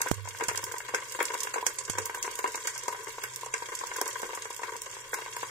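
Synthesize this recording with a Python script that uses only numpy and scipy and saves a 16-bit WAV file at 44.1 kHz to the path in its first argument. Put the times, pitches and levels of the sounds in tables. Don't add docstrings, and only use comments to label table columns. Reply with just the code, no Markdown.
import sys
import numpy as np
from scipy import signal
from scipy.fft import rfft, irfft
from scipy.io import wavfile
from scipy.ndimage import uniform_filter1d

SR = 44100
rng = np.random.default_rng(int(sys.argv[2]) if len(sys.argv) > 2 else 0)


def dump_mix(stems):
    frames = np.atleast_2d(stems).T
    limited = np.clip(frames, -1, 1)
    pcm = np.round(limited * 32767).astype(np.int16)
    wavfile.write(sys.argv[1], SR, pcm)


def volts_from_decibels(level):
    exponent = np.asarray(level, float) / 20
    return 10 ** exponent


N = 242858
SIZE = 4096
TOP_HZ = 15780

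# (time [s], peak level [dB], push time constant [s], wobble level [dB])
DROPS = [
    (0.1147, -6, 0.00092, -33),
    (0.485, -26.5, 0.0016, -44.5),
    (.639, -33.5, 0.0017, -49),
    (1.899, -20, 0.0011, -40),
]
# (frequency [Hz], width [Hz], level [dB])
BOWL = [
    [(385, 170, -47), (438.4, 236, 6), (540, 240, -0.5), (446, 25, 3)],
    [(992, 109, 12), (1133, 99, 3.5), (1236, 81, -2.5), (1085, 170, -6), (958, 45, 6.5)],
    [(1553, 263, 6.5), (1915, 128, 1.5), (2137, 204, 3), (2820, 220, -4.5), (3243, 150, -9)],
]
LIKENESS = 0.84, 0.48, 0.2


def curve(table, column):
    rows = np.array(table)
    return np.interp(np.arange(N) / SR, rows[:, 0], rows[:, column])


def shape(points, size):
    hz, db = np.transpose(points)
    return np.interp(np.log(np.fft.rfftfreq(size, 1 / SR) + 1), np.log(hz), db)


def modes(table, size):
    f = np.fft.rfftfreq(size, 1 / SR) + 1e-3
    return sum(volts_from_decibels(db) / (1 + 1j * hz / width * (f / hz - hz / f)) for hz, width, db in table)


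def through(x, response, size):
    return irfft(rfft(x, size) * response, size)


def unit(x):
    return x / np.sqrt(np.mean(x ** 2))


def above(hz, size):
    return 1 / (1 + (hz / (np.fft.rfftfreq(size, 1 / SR) + 1)) ** 12)


def pair(shape_of, likeness):
    mid, side = rng.standard_normal(shape_of + (2,)).T
    c = np.clip(likeness, 0, 1)
    common = np.sqrt(1 + c) * mid
    opposed = np.sqrt(1 - c) * side
    return np.array([common + opposed, common - opposed])


def grains(rate, spread_db, smear_s):
    loudness_db = spread_db * np.minimum(rng.exponential(size=N), 3.5)
    hits = (rng.random(N) < rate / SR) * volts_from_decibels(2 * loudness_db)
    power = signal.lfilter([1], [1, -np.exp(-1 / (smear_s * SR))], hits)
    return np.sqrt(power + 1e-9)


def columns(table, **shared):
    return np.vstack([np.transpose(table)] + [np.full(len(table), v) for v in shared.values()])


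def place(sounds, times, db, pan_db):
    out = np.zeros((2, N + SIZE))
    peak = np.abs(sounds).max(axis=2) + 1e-12
    for k, s in enumerate(times):
        i = max(int(s * SR), 0)
        gain = volts_from_decibels(db[k] + np.array([pan_db[k], -pan_db[k]]) / 2) / peak[:, k]
        out[:, i:i + SIZE] += sounds[:, k] * gain[:, None]
    return out[:, :N]


def bowl(table, size, struck=False):
    f = np.fft.rfftfreq(size, 1 / SR)
    ring = 0
    for k, (hz, width, db) in enumerate(table):
        if struck:
            mode = modes([(hz, 0.61 * width, 0)], size)
        else:
            mode = modes([(hz, width, 0)], size) ** 2
        ring = ring + (-1) ** k * volts_from_decibels(db) * mode
    bass_cut = signal.butter(2 if struck else 4, 316, "high", fs=SR, output="sos")
    return ring * signal.sosfreqz(bass_cut, f, fs=SR)[1]


def rim(size):
    # (frequency [Hz], level [dB per Hz])
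    hiss = [(1530, 19), (2600, -2), (2790, 0), (2990, -1), (3300, 0.5), (4100, -5.5), (4390, -4), (5790, 0),
            (7420, 3), (9640, -8.5), (14800, -20), (15700, -9), (16400, -71)]
    # (frequency [Hz], level [dB])
    port_tilt = [(2500, -2.5), (4400, 1.5), (8100, -2.5), (15000, -19.5)]
    echo_gain, echo_s, echo_top_hz = 0.31, .001825, 8000
    f = np.fft.rfftfreq(size, 1 / SR)
    tilt = shape(port_tilt, size) / 2
    echo = echo_gain / (1 + (f / echo_top_hz) ** 6) * np.exp(-2j * np.pi * f * echo_s)
    return volts_from_decibels(shape(hiss, size) + np.array([tilt, -tilt])) / (1 - echo)


def kitchen():
    # (frequency [Hz], level [dB per Hz])
    rumble_shape = [(12, -35), (20, 8), (59, -3), (114, 6), (144, -11), (173, -45), (217, -42), (260, -65),
                    (340, -61), (570, -120)]
    # (frequency [Hz], width [Hz], level [dB])
    fan_lines = [(102.8, 14, -78.5), (124, 0.33, -68.5), (115, 16, -71.5)]
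    out = unit(through(pair((N,), 0.89), volts_from_decibels(shape(rumble_shape, N)), N)) * volts_from_decibels(-68.5)
    for hz, width, db in fan_lines:
        out = out + volts_from_decibels(db) * unit(through(pair((N,), 0.87), modes([(hz, width, 0)], N), N))
    return out


def sizzle():
    # (time [s], level [dB])
    liveliness = [(0, -44), (.3, -48.5), (.5, -44.5), (.81, -48), (1.13, -44), (1.38, -42.5), (1.6, -45.5),
                  (1.92, -47), (2.28, -44), (2.85, -45.5), (3.24, -46.5), (3.48, -47.5), (3.86, -44),
                  (4.22, -44), (4.56, -47.5), (4.95, -47.5), (5.51, -45)]
    edges_hz = 2300, 5000, 9500, 17000
    bubbling = unit(grains(200, 11.7, 0.0034)) + 0.83
    bubbles = sum(through(bubbling * pair((N,), c), bowl(m, N), N) for m, c in zip(BOWL, LIKENESS))
    bubbles = bubbles * volts_from_decibels(np.array([[1.1], [-1.1]]))

    broad = unit(grains(90, 1.8, 0.00076)) + 0.54 * bubbling
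    fizz = 0
    for lo, hi in zip(edges_hz, edges_hz[1:]):
        narrow = unit(grains(68, 4.8, 0.0042))
        spray = 0.3 * broad + 0.76 * narrow + 0.5
        band = np.sqrt(above(lo, N) - above(hi, N))
        fizz = fizz + through(spray * pair((N,), 0), rim(N) * band, N)
    level_db = curve(liveliness, 1)
    return unit(bubbles) * volts_from_decibels(level_db + 1.5) + unit(fizz) * volts_from_decibels(level_db + 1.77)


def spits():
    # (time [s], peak level [dB], top octave relative level [dB], jet relative to crack [dB])
    big_spits = [(.0164, -12.5, -8.5, -28), (.1138, -20, -9, -5), (.4377, -20.5, -14, -13),
                 (.4841, -16, -10.5, 14), (.5751, -17, -9.5, -29), (.6402, -21, -7, -11),
                 (.9466, -16, -15, -4), (1.2278, -21.5, -2.5, -33), (1.253, -17, -14, 7),
                 (1.3422, -22.5, -8, -25), (1.4046, -20.5, -11, -12), (1.4328, -17, -8.5, 3),
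                 (1.5408, -20.5, -27, -6), (1.6658, -9.5, -13.5, -22), (1.7866, -19.5, -31, -10),
                 (1.8976, -17.5, -10.5, -10), (1.9846, -18, -15, -8), (2.0561, -22.5, -3.5, -20),
                 (2.2266, -17.5, -14, -21), (2.4755, -25, -26, -5), (2.5558, -22, -10.5, -18),
                 (2.672, -17.5, -10, 6), (2.8816, -19.5, -16, -4), (3.237, -25, -3, 1),
                 (3.54, -19, -41, -14), (3.9641, -25, -6, -6), (4.014, -16, -3.5, -33),
                 (4.0782, -22, -5, -7), (5.1392, -25.5, -15, 3.5), (5.1415, -21.5, -4.5, -19)]
    # (time [s], peak level [dB])
    fine_spits = [(.0846, -25.5), (.1414, -23.5), (.2877, -25.5), (.3863, -30), (.5581, -23), (.721, -25),
                  (.7823, -25), (.8905, -35), (1.1218, -26.5), (2.1471, -25.5), (2.3126, -30.5),
                  (2.355, -23.5), (2.39, -22), (2.5197, -31), (2.7783, -25.5), (2.8352, -29), (3.046, -30),
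                  (3.0939, -32), (3.36, -22.5), (3.4101, -31.5), (3.7509, -22.5), (3.8694, -28.5),
                  (4.0573, -26), (4.218, -27.5), (4.3494, -28), (4.5455, -33), (4.5637, -26.5),
                  (4.7646, -29), (4.8182, -23), (5.3652, -28.5)]
    # (time [s], peak level [dB])
    dull_spits = [(1.202, -26), (1.7624, -34), (1.851, -25), (1.9328, -24.5), (2.4418, -29), (2.5448, -35),
                  (3.461, -27), (3.5798, -30), (3.7896, -23.5), (4.13, -26), (4.4218, -23.5), (4.6174, -34),
                  (4.634, -30.5), (4.9133, -30), (5.4281, -30.5)]
    s, db, top_db, jet_db, pan_db = np.hstack([
        columns(big_spits, pan_db=-5.5),
        columns(fine_spits, top_db=-6.5, jet_db=-15.5, pan_db=-5.5),
        columns(dull_spits, top_db=-27, jet_db=-15.5, pan_db=-3)])
    pan_db = pan_db - rng.standard_normal(len(s))

    t = np.arange(SIZE)[None] / SR
    ragged = volts_from_decibels(5.1 * np.repeat(rng.standard_normal((len(s), SIZE // 32)), 32, axis=1))
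    crack = np.minimum(t / .0012, 1) ** 2 * np.exp(-t / 0.00052)
    tail = volts_from_decibels(-4) * np.exp(-np.log(1000) * t / 0.12)
    jet = volts_from_decibels(jet_db[:, None]) * (np.exp(-t / 0.0025) * ragged + tail)
    push = (crack + jet) * pair((SIZE, len(s)), 0.011)

    top = above(10000, SIZE)
    colour = rim(SIZE)[:, None] * above(2250, SIZE) * (volts_from_decibels(-5.5) + above(4500, SIZE))
    body = place(through(push, colour * (1 - top), SIZE), s, db, pan_db)
    treble = place(through(push, colour * top, SIZE), s, db + top_db + 1.5, pan_db + 0.5)
    return body + treble


def pops():
    # (time [s], peak level [dB], lowest mode relative [dB], upper modes relative [dB])
    big_pops = [(.004, -27, -10.5, -8), (0.019, -31.5, -24, 2.5), (.06, -34, 6.5, -5),
                (0.408, -23.5, -9.5, -4.5), (.422, -28.5, 1.5, -9), (.486, -22, -16, -6.5),
                (0.512, -30, -3, -4.5), (.547, -31, -8, -3), (0.739, -26.5, -9.5, -12.5),
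                (.937, -24.5, -4, -21), (.945, -30, 2.5, 9), (1.203, -30, -35, 9),
                (1.208, -21.5, -1.5, -29), (1.539, -32.5, -4, 4.5), (1.559, -22.5, -6.5, -22),
                (1.581, -24, -10, -5.5), (1.664, -27.5, -4, 1), (1.982, -21.5, -6.5, -8.5),
                (2.276, -25, -7, -8.5), (2.39, -28, -4.5, -6), (2.441, -15.5, -10.5, -15),
                (2.673, -37, -20, 8), (2.88, -20, -9, -16), (3.538, -25, -8.5, 1.5),
                (4.013, -23.5, -3.5, -7.5), (4.221, -37.5, -3, -6), (4.23, -28, 0, -3.5),
                (4.453, -33, -5.5, -1.5), (5.131, -28, -4.5, 1), (5.429, -23.5, -10.5, -10.5)]
    # (time [s], peak level [dB], upper modes relative [dB])
    deep_pops = [(.059, -27.5, -18), (.07, -35, 7), (.254, -37, -5), (.274, -32, -7), (.496, -37, 8),
                 (.577, -33, -5), (.713, -44, 5.5), (.803, -39, 6), (.891, -33, -1), (1.189, -26, -5),
                 (1.306, -31, -7), (1.349, -29, -3), (1.898, -43, 6), (2.095, -28.5, -4), (2.244, -31, -6),
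                 (2.459, -34, 2), (2.476, -35, -11), (2.545, -26.5, -6), (3.181, -30.5, -8),
                 (3.462, -31, -18), (3.621, -27.5, -10), (4.06, -30.5, -6.5), (4.331, -29.5, -7),
                 (4.373, -33, -8), (4.503, -30, -28), (4.617, -32.5, -21), (4.632, -28, -4),
                 (4.754, -34, -9), (4.966, -36.5, -6), (5.142, -29, -1.5)]
    # (time [s], peak level [dB], upper modes relative [dB])
    thin_pops = [(.347, -36.5, -3), (.385, -46, -12), (.439, -43, 10), (1.004, -38.5, -20), (1.47, -28, -3),
                 (1.626, -24, -27), (1.934, -33, -9), (2.145, -32, -2), (2.172, -32, -11),
                 (2.759, -38.5, 1.5), (2.946, -30, -7.5), (3.238, -32, 2), (3.431, -27, -34),
                 (3.81, -27.5, -12), (3.835, -24, -30), (3.914, -30.5, -3), (3.959, -29.5, -5),
                 (4.161, -41, -8), (4.29, -29.5, -31), (4.592, -30.5, -12), (4.865, -37.5, -28),
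                 (4.935, -40, -23), (5.186, -29.5, -10), (5.26, -30, -9), (5.365, -28.5, -7.5)]
    small = np.hstack([columns(deep_pops, low_db=-8), columns(thin_pops, low_db=-13)])
    small = small[[0, 1, 3, 2]]
    s, db, low_db, high_db = np.hstack([np.transpose(big_pops), small])
    pan_db = 1.9 - rng.standard_normal(len(s))

    t = np.arange(SIZE)[None] / SR
    lag = .0001 * rng.standard_normal((len(s), 1))
    burst = np.array([np.exp(-((t - .0015 - side * lag) / .00009) ** 2) for side in (1, -1)])
    rattle = volts_from_decibels(-4) * np.exp(-np.log(1000) * t / 0.18)
    shove = np.minimum(t / 0.00031, 1) * np.exp(-t / 0.0013) + rattle

    out = 0
    levels = (db + low_db + 0.5, db - 2.0, db + high_db + 6.5)
    for group, c, level in zip(BOWL, LIKENESS, levels):
        push = -volts_from_decibels(12.5) * burst + shove * pair((SIZE, len(s)), c)
        out = out + place(through(push, bowl(group, SIZE, struck=True), SIZE), s, level, pan_db)
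    return out


def wet_port():
    wobble_hz = 99
    jolt_db, jolt_s, swell_s, swell_spread = 15, .012, 0.089, 0.5
    t, out = np.arange(N) / SR, 0
    slow = uniform_filter1d(uniform_filter1d(rng.standard_normal(N), size=600), size=600)
    flutter = volts_from_decibels(2.0 * unit(slow))
    for s, db, tau, wobble_db in DROPS:
        since = np.maximum(t - s, 1e-6)
        jolt = volts_from_decibels(jolt_db) * np.minimum(since / 0.018, 1) * np.exp(-since / jolt_s)
        swell_peak = swell_s * volts_from_decibels(0.19 * (wobble_db + 33.5))
        swell = np.exp(-.5 * (np.log(since / swell_peak) / swell_spread) ** 2)
        push = np.tanh((t - s) / .00008) * np.exp(-np.abs(t - s) / tau)
        wobble = (jolt + swell) * flutter * np.sin(2 * np.pi * wobble_hz * (t - s))
        out = out - volts_from_decibels(db) * push + volts_from_decibels(wobble_db) * wobble
    return np.array([0 * out, out])


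def duck():
    depth_db, attack_s, hold_s, release_s = -7, 0.0092, 0.117, 0.01
    since = np.arange(N) / SR - DROPS[0][0]
    fall = since / attack_s
    recovery = 1 - (since - attack_s - hold_s) / release_s
    return volts_from_decibels(depth_db * np.clip(np.minimum(fall, recovery), 0, 1))


def scene():
    return (kitchen() + sizzle() + spits() + pops()) * volts_from_decibels(0.5) * duck() + wet_port()


def starve(x):
    f, _, z = signal.stft(x, SR, nperseg=1024, noverlap=512)
    starts = np.arange(0, len(f), 5)
    power = np.add.reduceat((np.abs(z) ** 2).sum(0), starts)
    db = 10 * np.log10(uniform_filter1d(power, size=3) + 1e-18)
    attack_db = np.clip(np.roll(db, -2, axis=1) - db - 6, 0, 20)
    chance = np.repeat(rng.standard_normal(db.shape), 3, axis=1)[:, :db.shape[1]]
    weak = db - uniform_filter1d(db, size=13, axis=0) + 3.5 * chance - .55 * attack_db
    margin_db = np.interp(f[starts], [2100, 2600, 4300, 5500, 7000, 9000, 15000],
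                          [-20, -3, -4, -1.5, -9, -4, -3.5])
    keep = np.repeat(weak > margin_db[:, None], 5, axis=0)[:len(f)]
    bright_db = db[f[starts] > 12000].max(axis=0)
    rise_db = bright_db - np.roll(bright_db, 2)
    leak = volts_from_decibels(-6) * (rise_db > np.percentile(rise_db, 94))
    edge_hz = TOP_HZ - 250 - 300 * np.abs(chance[0])
    keep = keep * np.where(f[:, None] < edge_hz, 1, leak)
    return signal.istft(z * keep, SR, nperseg=1024, noverlap=512)[1][:, :N]


def band_limit(x):
    return signal.sosfilt(signal.butter(12, 16640, fs=SR, output="sos"), x)


def record(dry):
    top_cut = signal.ellip(4, .5, 16, TOP_HZ, fs=SR, output="sos")
    mix = starve(signal.sosfilt(top_cut, dry))
    return band_limit(mix)


dry = scene()
out = record(dry)
dump_mix(out)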